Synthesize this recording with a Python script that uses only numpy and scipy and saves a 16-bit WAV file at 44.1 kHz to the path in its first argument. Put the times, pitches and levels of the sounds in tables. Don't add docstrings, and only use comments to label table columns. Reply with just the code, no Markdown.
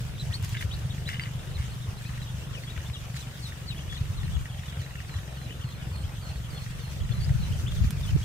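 import sys
import numpy as np
from scipy import signal
from scipy.io import wavfile
from scipy.ndimage import uniform_filter1d

SR = 44100
rng = np.random.default_rng(int(sys.argv[2]) if len(sys.argv) > 2 else 0)


def to_wav(s):
    ch = np.atleast_2d(s).T
    pcm = np.round(np.clip(ch, -1, 1) * 32767)
    wavfile.write(sys.argv[1], SR, pcm.astype(np.int16))


N = 363384


def amp(db):
    return 10 ** (np.asarray(db) / 20)


def evened(x):
    return x / np.sqrt(np.mean(x ** 2) + 1e-20)


def curve(points, t):
    return np.interp(t, *np.transpose(points))


def read(points, hz):
    f, value = np.transpose(points)
    return np.interp(np.log(hz + 1), np.log(f + 1), value)


def sides(pan_db):
    return amp(np.array([pan_db, -pan_db]) / 2)


def add(mix, s, sound, pan_db=0, lag=0):
    for channel, gain, late in zip(mix, sides(pan_db), (max(lag, 0), max(-lag, 0))):
        part = channel[round(s * SR) + late:][:len(sound)]
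        part += gain * sound[:len(part)]


# frequency in Hz, left-right correlation before scaling.
LIKENESS = [(60, 1), (150, 1), (380, 0.81), (950, 0.12), (2380, 0.021), (5980, 0), (15000, 0.013)]
# frequency in Hz, left-right difference in dB.
BALANCE = [(60, -2.5), (180, -0.5), (550, 2), (1650, 2), (4970, 0), (15000, -2.5)]


def noise(tone, size, patchy_db, bins, frames_wide, alike=1):
    frames, hz = N * 4 // size + 5, np.fft.rfftfreq(size, 1 / SR)
    a, b, c, d, patches = rng.standard_normal((frames, len(hz), 5)).T
    patches = uniform_filter1d(patches, bins, 0)
    patches = evened(uniform_filter1d(patches, frames_wide, 1))
    same = np.clip(alike * read(LIKENESS, hz), -1, 1)[:, None]
    left = a + 1j * b
    right = same * left + np.sqrt(1 - same ** 2) * (c + 1j * d)
    spectra = np.array([left, right])
    spectra *= amp(read(tone, hz)[:, None] + patchy_db * patches)
    spectra *= sides(read(BALANCE, hz))[:, :, None]
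    sound = signal.istft(spectra, nperseg=size, noverlap=size * 3 // 4)[1]
    return evened(sound[:, :N])


# time in seconds, level in dB averaged over the ports.
GUSTS = [(0.0, -37.5), (2.6, -42.5), (3.44, -48), (4.41, -31), (4.45, -46.5), (6.95, -40), (7.0, -32),
         (7.37, -30), (7.69, -33.5), (7.82, -23), (7.94, -37), (8.16, -26), (8.24, -37)]
# frequency in Hz, relative density in dB per Hz.
WIND_SPECTRUM = [(12, -43), (20, -24), (45, 3.5), (115, 1), (160, -4), (200, -12.5), (250, -27),
                 (400, -28.5), (550, -56), (800, -90)]


def gusts():
    rumble = noise(WIND_SPECTRUM, size=2048, patchy_db=2.5, bins=6, frames_wide=3, alike=.4)
    level = amp(curve(GUSTS, np.arange(N) / SR))
    return rumble * level * sides(0.7)[:, None]


# frequency in Hz, relative density in dB per Hz.
AIR_SPECTRUM = [(120, -10), (200, -6), (304, -11.5), (576, -11), (860, -14), (1430, -13.5), (2340, -19.5),
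                (3020, -17), (4600, -24.5), (9190, -25.5), (11000, -31.5), (14500, -28.5), (15600, -40)]
AIR_DB = -47.5


def air():
    return amp(AIR_DB) * noise(AIR_SPECTRUM, size=1024, patchy_db=2.5, bins=10, frames_wide=12)


# time in seconds, level in dB.
RUSTLE_LEVEL = [(0, -52.5), (3.5, -52), (5.67, -56.5), (8.24, -47.5)]
# frequency in Hz, relative density in dB per Hz.
RUSTLE_SPECTRUM = [(500, -24), (1500, 1.5), (3000, -2), (6000, -0.5), (9000, -6), (11000, -10.5),
                   (15500, -11.5)]
# peak time in seconds, build-up time constant in seconds, peak level in dB.
SCURRIES = [(0.44, 0.0061, -39), (0.6, 0.041, -48), (0.617, 0.0069, -47), (1.092, 0.006, -45.5),
            (1.12, 0.023, -46), (1.2, 0.0034, -60), (1.235, 0.017, -58), (3.165, 0.0072, -42),
            (3.44, 0.029, -51)]
SCURRY_FADE_S = 0.018


def patter():
    t = np.arange(N) / SR
    level = amp(curve(RUSTLE_LEVEL, t))
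    for s, build, db in SCURRIES:
        level = level + amp(db) * np.exp(np.minimum((t - s) / build, (s - t) / SCURRY_FADE_S))
    strength = amp(1.5 * np.minimum(rng.exponential(1, (2, N)), 5))
    steps = strength * (rng.random((2, N)) < 350 / SR)
    shared = steps + .5 * steps[::-1]
    decay = np.exp(-np.arange(600) / SR / 0.0038)
    grains = signal.oaconvolve(shared, decay[None])[:, :N]
    flurry = uniform_filter1d(rng.standard_normal(N), size=1800)
    flurry = evened(uniform_filter1d(flurry, size=1800))
    hiss = noise(RUSTLE_SPECTRUM, size=256, patchy_db=2.0, bins=8, frames_wide=20)
    return evened(hiss * (1.5 + evened(grains)) * amp(2.16 * flurry)) * level


# time in seconds, firings per second.
IDLE_SPEED = [(0, 22.695), (.9, 24.344), (1.6, 24.342), (3.1, 23.594), (3.8, 22.697), (4.6, 22.283),
              (5.1, 21.49), (5.6, 22.017), (6.6, 23.017), (8.24, 24.66)]
FIRST_FIRING_S = .0061


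def firings():
    t = np.arange(FIRST_FIRING_S, N / SR, 1 / SR)
    cycles = np.cumsum(curve(IDLE_SPEED, t)) / SR
    return np.interp(np.arange(int(cycles[-1]) + 1), cycles, t)


# time in seconds, typical peak in dB.
THUMP_LEVEL = [(0, -26.5), (1.4, -28), (2.7, -29.5), (4.1, -29), (5.5, -30), (6.9, -29), (8.24, -24.5)]
# typical frequency in Hz, typical relative level in dB, T60 in seconds.
PIPE_MODES = [(123.6, 3, 0.11), (91, -6.5, 0.16), (68.8, -10.5, 0.26)]
# time in seconds, typical onset level in dB.
CLATTER_LEVEL = [(0, -44.5), (1.5, -52.5), (3, -46.5), (4.5, -50), (6, -53), (8.24, -41)]
MUFFLER = signal.butter(3, [45, 198], "bandpass", fs=SR, output="sos")


def engine():
    out, t = np.zeros((2, N)), np.arange(4000) / SR
    hz, mode_db, t60 = np.transpose(PIPE_MODES)[:, :, None]
    gear = signal.butter(2, [900, 3300], "bandpass", fs=SR)
    onset = np.sin(np.pi / 2 * np.minimum(t / 0.0047, 1)) ** 2
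    for at in firings():
        strength, detune, loose, *weight = rng.standard_normal(3 + len(PIPE_MODES))
        decay = amp(mode_db + 5.84 * np.c_[weight] - 60 * t / t60)
        ring = decay * np.sin(2 * np.pi * hz * (1 + 0.053 * detune) * t)
        thump = -ring.sum(0) * onset
        thump = signal.sosfilt(MUFFLER, thump)
        thump_gain = amp(curve(THUMP_LEVEL, at) + 2.67 * strength)
        add(out, max(at - .004, 0), thump_gain * thump / abs(thump).max(), 1.2)
        clack = evened(signal.lfilter(*gear, rng.standard_normal(800)))
        clack = clack * np.exp(-t[:800] / 0.0043)
        add(out, at, amp(curve(CLATTER_LEVEL, at) + 2 * loose) * clack, 2.5, lag=5)
    return out


def knocks(events, modes, rise, lag, chatter_db, puff_db, spread_db, detune_by):
    out, t = np.zeros((2, N)), np.arange(1500) / SR
    hz, mode_db, t60 = np.transpose(modes)[:, :, None]
    for s, db in events:
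        detune, weight = rng.standard_normal((2, len(modes), 1))
        decay = amp(mode_db + spread_db * weight - 60 * t / t60)
        ring = decay * np.sin(2 * np.pi * hz * (1 + detune_by * detune) * t)
        ring = ring.sum(0) * (1 - np.exp(-t / rise))
        puff = amp(puff_db - 60 * t / 0.0031) * uniform_filter1d(rng.standard_normal(len(t)), size=2)
        chatter = amp(chatter_db - 60 * t / 0.052) * rng.standard_normal(len(t))
        blows = chatter * (rng.random(len(t)) < .02)
        blows[0] = 1
        knock = signal.fftconvolve(ring / abs(ring).max() + puff, blows)
        add(out, s, amp(db) * knock, 1.2, lag)
    return out


# time in seconds, mean nominal peak in dB.
SOFT_TICK_LEVEL = [(0, -51.5), (1.6, -44), (2.1, -45), (3.1, -57), (3.6, -46), (4.3, -45), (5.3, -44),
                   (5.8, -46), (6.9, -45), (8.24, -64)]
# start in seconds, nominal peak in dB.
LOUD_TICKS = [(2.1351, -40), (2.1769, -35.5), (2.217, -36), (2.5518, -36.5), (2.636, -33), (2.7198, -40),
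              (2.764, -34.5), (2.804, -37), (3.144, -36), (3.522, -34), (3.926, -32.5), (3.9689, -35.5),
              (4.232, -35), (4.28, -36), (4.593, -41), (4.635, -33.5), (4.6832, -41), (4.7263, -36),
              (4.771, -39), (4.8167, -37), (4.8632, -34.5), (4.909, -37), (4.9558, -32), (5.003, -32),
              (5.0484, -41), (5.0943, -35), (5.1405, -35), (5.1864, -39), (5.2325, -39), (5.2774, -42),
              (5.4149, -36.5), (5.507, -36), (7.2936, -34)]
TICK_SPREAD_DB = 4.5


def soft_ticks():
    at = firings()
    db = curve(SOFT_TICK_LEVEL, at) + TICK_SPREAD_DB * rng.standard_normal(len(at))
    to_loud = abs(at[:, None] - np.transpose(LOUD_TICKS)[0]).min(axis=1)
    return np.c_[at, db][to_loud > .015]


# typical frequency in Hz, typical relative level in dB, T60 in seconds.
TICK_MODES = [(1894, 3, 0.02), (2770, -2, 0.014), (2120, -1.5, 0.016)]


def ticks():
    return knocks([*LOUD_TICKS, *soft_ticks()], TICK_MODES, rise=0.00049, lag=5,
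                  chatter_db=-14, puff_db=-8, spread_db=1.0, detune_by=0.01)


OCTAVE_DB = -11
FLUTTER_DB, WAVER = 3.5, .011


def peep(hz, db, octave_db=OCTAVE_DB, flutter_db=FLUTTER_DB, round_by=0.54):
    u = np.linspace(0, 1, len(hz))
    wobble = uniform_filter1d(rng.standard_normal((2, len(u))), size=200)
    wobble = evened(wobble - wobble.mean(axis=1, keepdims=True))
    phase = 2 * np.pi * np.cumsum(hz * (1 + WAVER * wobble[0])) / SR
    swell = evened(abs(np.sin(np.pi * u)) ** round_by * amp(flutter_db * wobble[1]))
    tone = np.sin(phase) + amp(octave_db) * u * np.sin(2 * phase)
    return np.sqrt(2) * amp(db) * swell * tone


def arched(length, middle, rise, height):
    u = np.linspace(-1, 1, int(length * SR))
    return middle + rise * u / 2 - height * u ** 2


def settling(length, tau):
    return np.exp(-np.arange(int(length * SR)) / SR / tau)


FLOCK_PER_S, LOUDEST_DB = 130, -59.5
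FLOCK_HZ = (2390, 3904)


def far_flock():
    out = np.zeros((2, N))
    for when, high, fall, arch, long, loud, side in rng.random((int(FLOCK_PER_S * N / SR), 7)):
        middle = FLOCK_HZ[0] + high * (FLOCK_HZ[1] - FLOCK_HZ[0])
        path = arched(.025 + .035 * long, middle, (.3 - fall) * 1800, arch * 1000)
        sound = peep(path, LOUDEST_DB - 13 * loud)
        add(out, when * N / SR, sound, 8 * (side - .5), int(40 * (.5 - side)))
    return out


# start in seconds, length in seconds, pitch halfway in Hz,
# rise from start to end in Hz, level in dB, left-right difference in dB.
ARCHED_PEEPS = [(0.178, 0.052, 4080, 200, -43.5, -1.5), (0.322, 0.04, 4260, 2100, -39, 3.5),
                (0.562, 0.058, 3650, -740, -48, 2), (0.707, 0.046, 3900, 1000, -44, 3),
                (0.728, 0.04, 4400, -400, -53, 1), (0.89, 0.037, 3760, -100, -49, 4),
                (0.9, 0.02, 3280, 800, -54, 3), (1.047, 0.056, 4010, 700, -46, 3),
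                (1.213, 0.03, 4800, -350, -46.5, 1.5), (1.388, 0.021, 3750, 800, -54, 3),
                (1.536, 0.043, 4110, -650, -49.5, 2), (1.705, 0.039, 4390, 97, -57, 1),
                (1.796, 0.083, 3740, -450, -55.5, -3), (1.969, 0.024, 4050, 600, -53.5, 0.5),
                (2.04, 0.058, 4150, 430, -56, 2), (2.214, 0.028, 4030, 0, -50.5, 2),
                (2.271, 0.043, 3430, 200, -53, 3), (2.688, .033, 3790, 100, -49, 3),
                (2.854, 0.026, 3560, 500, -49.5, 0), (3.202, .026, 4120, 200, -51, 1),
                (3.751, 0.05, 3370, 104, -53, 2), (3.78, 0.044, 3160, 802, -50, 5),
                (3.964, 0.025, 4200, -340, -50, -3.5), (4.509, .045, 3280, 304, -55, 2),
                (4.567, 0.053, 3400, 800, -56, 2), (4.636, 0.04, 3040, 300, -57, 2),
                (4.71, 0.031, 3750, 300, -57, 3), (4.771, 0.039, 3250, 100, -54.5, 4),
                (4.97, 0.038, 2730, -620, -52, 5), (5.485, 0.054, 2974, 846, -50, 5),
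                (5.604, 0.046, 3180, 100, -50.5, 5), (5.716, .035, 3480, -100, -64, 5),
                (6.024, 0.037, 3220, 900, -54, 3), (6.32, .03, 4540, -30, -57, -2),
                (6.35, 0.029, 4450, -30, -56, -1), (6.445, 0.033, 3270, -350, -56, 5),
                (6.554, 0.044, 3450, -800, -51, 3.5), (7.002, 0.028, 3340, -130, -50.5, 0.4),
                (7.106, 0.03, 3480, -260, -49, 3.5), (7.417, 0.048, 3140, 200, -53, 4.5),
                (7.51, 0.042, 3140, 800, -48, 1), (7.662, 0.04, 3460, 442, -44, 1.5),
                (8.063, 0.055, 3140, 100, -48, 3.5), (8.212, 0.035, 3250, 1150, -48.5, -1)]
ARCH_HZ_PER_S, ARCH_HZ_PER_DB, USUAL_DB = 17000, 46, -49


def arched_peeps():
    out = np.zeros((2, N))
    for s, length, hz, rise, db, pan_db in ARCHED_PEEPS:
        height = ARCH_HZ_PER_S * length + ARCH_HZ_PER_DB * max(db - USUAL_DB, 0)
        add(out, s, peep(arched(length, hz, rise, height), db), pan_db, int(-pan_db))
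    return out


# envelope peak in seconds, envelope peak in dB,
# pitch in Hz, left-right difference in dB.
HARD_THUMPS = [(0.304, -21.5, 101, 2), (0.431, -23.5, 91, -1), (0.53, -24, 107, -1), (0.655, -20, 100, 2.5),
               (0.856, -21, 110, 0), (0.908, -23, 110, 1), (1.6, -22.5, 79, 0), (1.89, -22.5, 100, 1),
               (2.783, -26.5, 74, 4), (2.912, -24.5, 92, 1.5), (4.017, -22.5, 105, 0),
               (4.105, -21.5, 100, -2), (4.372, -25, 70, 17), (4.798, -23, 106, 1.5),
               (5.167, -22.5, 85, 1.5), (6.046, -22.5, 93, 2), (6.301, -25.5, 93, 1), (7.016, -21, 75, -5),
               (7.11, -23.5, 110, 17), (7.192, -29, 70, -9), (7.31, -17, 119, 7.5), (7.357, -22, 120, 15),
               (7.404, -21.5, 150, 9), (7.512, -19.5, 130, 8), (7.594, -23, 100, -4), (7.642, -28, 100, 15),
               (7.819, -16.5, 95, 12), (7.845, -29.5, 200, 9), (7.871, -25, 70, -7), (7.906, -26.5, 169, 0),
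               (7.985, -32, 70, -9), (8.062, -28, 120, -3), (8.136, -19.5, 88, 9), (8.157, -16.5, 130, -14),
               (8.164, -27.5, 374, -5.5)]


def hard_thumps():
    out = np.zeros((2, N))
    for (s, db, hz, pan_db), phase in zip(HARD_THUMPS, rng.random(len(HARD_THUMPS))):
        u = np.arange(0, 3.644 / hz, 1 / SR)
        thump = np.sin(2 * np.pi * (hz * u + phase)) * np.sin(np.pi * u / u[-1]) ** 2
        add(out, s - u[-1] / 2, amp(db) * thump, pan_db, int(pan_db * -6))
    return out


# start in seconds, length in seconds, start pitch in Hz,
# end pitch in Hz, level in dB, left-right difference in dB.
SLIDING_PEEPS = [(0.304, 0.044, 1874, 1865, -49.5, -6), (2.05, 0.032, 2290, 2740, -50.5, 5),
                 (2.527, 0.068, 3560, 2330, -48, 6.5), (2.624, 0.042, 4180, 4650, -55, -3),
                 (2.67, 0.026, 3450, 3230, -48, 4), (2.928, 0.047, 4300, 2700, -45, 5),
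                 (3.15, 0.04, 4480, 3880, -50, -4.5), (3.215, 0.026, 3550, 3480, -53, 2),
                 (3.42, 0.071, 4720, 3600, -47, 4.5), (3.471, 0.082, 3730, 3540, -55, -4),
                 (3.666, 0.068, 4800, 3440, -44, 4), (3.704, 0.035, 3200, 2290, -47, 6),
                 (3.888, 0.069, 3380, 3400, -47, 5), (3.965, .03, 3720, 3720, -51, 4),
                 (3.944, 0.038, 4200, 2800, -47, 6), (4.168, 0.062, 4300, 3330, -52, 6.5),
                 (4.236, 0.025, 4350, 4000, -55, -7), (4.255, .02, 2300, 3470, -56, 7),
                 (4.314, 0.06, 3420, 3370, -52, 8), (4.39, .022, 2600, 3420, -55, 4),
                 (4.488, 0.0276, 3670, 3040, -55, 2), (4.68, 0.027, 3480, 3300, -51, 8),
                 (5.137, 0.049, 3950, 2930, -53, 5), (5.364, 0.029, 3420, 2780, -55, 3.5),
                 (7.129, 0.034, 1170, 1180, -54, 7), (7.199, 0.046, 4620, 4480, -46.5, 3),
                 (7.237, 0.017, 4420, 5150, -46, 6.5), (7.712, 0.016, 3730, 2950, -46, 8),
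                 (7.762, .038, 3950, 2780, -53, 9.5), (8.025, 0.04, 3880, 3230, -47, 3.5)]
SLIDE_S = 0.084


def sliding_peeps():
    out = np.zeros((2, N))
    for s, length, start, end, db, pan_db in SLIDING_PEEPS:
        left = settling(length, SLIDE_S)
        path = end + (start - end) * (left - left[-1]) / (1 - left[-1])
        add(out, s, peep(path, db), pan_db, int(-pan_db))
    return out


# start in seconds, nominal peak in dB, dull body in dB relative to that peak,
# left-right difference in dB.
GRIT_SNAPS = [(0.4262, -28, -31, 15), (0.435, -30, -22, 8), (0.447, -20.5, -27, 4), (0.457, -38, -25, 1),
              (0.493, -25, -30, 2), (0.5176, -45, -11, 1.5), (0.613, -27, -21, 2), (1.968, -44, -17, -.5),
              (2.776, -37, 4, 8), (2.898, -39.5, 2, 7), (4.411, -32, -21, -1), (7.293, -35, -8, 0),
              (7.9069, -18.5, -24, -7)]
CRACK = slice(14, 16)


def snaps():
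    out, t = np.zeros((2, N)), np.arange(800) / SR
    low = signal.butter(2, [700, 2500], "bandpass", fs=SR)
    envelope = np.exp(-t / 0.0033) * (1 - np.exp(-t / 0.00017))
    for s, db, body_db, pan_db in GRIT_SNAPS:
        sharp, dull = rng.standard_normal((2, len(t)))
        hiss = 0.19 * uniform_filter1d(sharp, size=2)
        burst = hiss + amp(body_db) * evened(signal.lfilter(*low, dull))
        burst[CRACK] += rng.choice([-1, 1]) * np.array([1.1, 0.45])
        add(out, s, amp(db) * burst * envelope, pan_db)
    return out


# start in seconds, length in seconds, mean nominal peak in dB.
KNOCK_BOUTS = [(0.43, .03, -44), (0.492, .03, -47), (0.538, .012, -38), (0.558, .025, -45),
               (0.59, .03, -51), (1.078, .08, -38), (1.201, .08, -46), (1.561, .09, -41.5)]
KNOCKS_PER_S, KNOCK_RANGE_DB = 220, 5


def light_knocks():
    rows = []
    for s, length, db in KNOCK_BOUTS:
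        rows += [(x, db) for x in np.arange(s, s + length, 1 / KNOCKS_PER_S)]
    s, db = np.transpose(rows)
    late, loud = rng.random((len(s), 2)).T
    return np.c_[s + late / KNOCKS_PER_S, db + KNOCK_RANGE_DB * (2 * loud - 1)]


# start in seconds, nominal peak in dB.
HARD_KNOCKS = [(0.5455, -34), (0.5505, -28), (0.5664, -35), (0.5696, -25.5), (0.574, -34), (0.5937, -49),
               (0.6083, -31), (0.6113, -29), (0.6246, -24), (1.0762, -34), (1.0845, -32), (1.0898, -21.5),
               (1.095, -31), (1.0988, -29), (1.1035, -30), (1.1064, -39), (1.1146, -35), (1.1284, -36),
               (1.1324, -30), (1.1375, -31), (1.1431, -27), (1.1552, -32.5), (1.1669, -33), (1.1956, -20.5),
               (1.208, -31), (1.216, -36), (1.236, -25.5), (1.2568, -32), (1.2607, -37), (1.2674, -35),
               (1.2746, -35), (1.5894, -45), (1.6263, -37)]
# typical frequency in Hz, typical relative level in dB, T60 in seconds.
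RATTLE_MODES = [(1710, -6, 0.012), (1885, -3.5, 0.014), (2100, -2.5, 0.017), (2900, -0.5, 0.013),
                (3420, -6, 0.0086), (4780, -11, 0.0057)]


def rattle():
    return knocks([*HARD_KNOCKS, *light_knocks()], RATTLE_MODES, rise=0.0004, lag=-20,
                  chatter_db=-19, puff_db=-15.0, spread_db=4.0, detune_by=0.027)


# start in seconds, length in seconds, settled pitch in Hz,
# level in dB, octave at the end in dB against the note.
WHISTLES = [(4.799, 0.052, 3950, -56, -20), (5.078, 0.12, 4010, -57.5, -16),
            (5.356, 0.108, 4070, -57.5, -16), (5.626, 0.15, 4170, -59, -16), (5.914, 0.12, 4240, -57, 2),
            (6.208, 0.118, 4250, -56, -5), (6.499, 0.14, 4270, -55, -18), (6.794, 0.13, 4200, -57, -16),
            (7.107, 0.088, 4040, -55, -16), (7.397, 0.095, 3950, -54.5, -16)]
DROP_HZ, SETTLE_S, WHISTLER_PAN_DB = 643, 0.017, -5


def whistles():
    out = np.zeros((2, N))
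    for s, length, hz, db, octave_db in WHISTLES:
        path = hz + DROP_HZ * settling(length, SETTLE_S)
        add(out, s, peep(path, db, octave_db, flutter_db=4, round_by=.2), WHISTLER_PAN_DB, lag=9)
    return out


def yard(x):
    t = np.arange(4000) / SR
    signs = rng.choice([-1., 1.], (2, len(t)))
    sparse = rng.random((2, len(t))) < .04
    taps = signs * sparse * amp(-60 * t / 0.083) * (t > .002)
    taps = taps / np.linalg.norm(taps, axis=1, keepdims=True)
    return signal.fftconvolve(x, taps, axes=1)[:, :N]


def scene():
    birds = far_flock() + arched_peeps() + sliding_peeps() + whistles()
    hard = ticks() + snaps() + rattle()
    echo = yard(amp(-9) * birds + amp(-7) * hard)
    low = gusts() + engine() + hard_thumps()
    return low + air() + patter() + birds + hard + echo


EDGE_HZ = 15650


def record(dry):
    lowpass = signal.firwin(511, EDGE_HZ, window=("kaiser", 9), fs=SR)
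    return signal.oaconvolve(dry, lowpass[None], "same")


dry = scene()
out = record(dry)
to_wav(out)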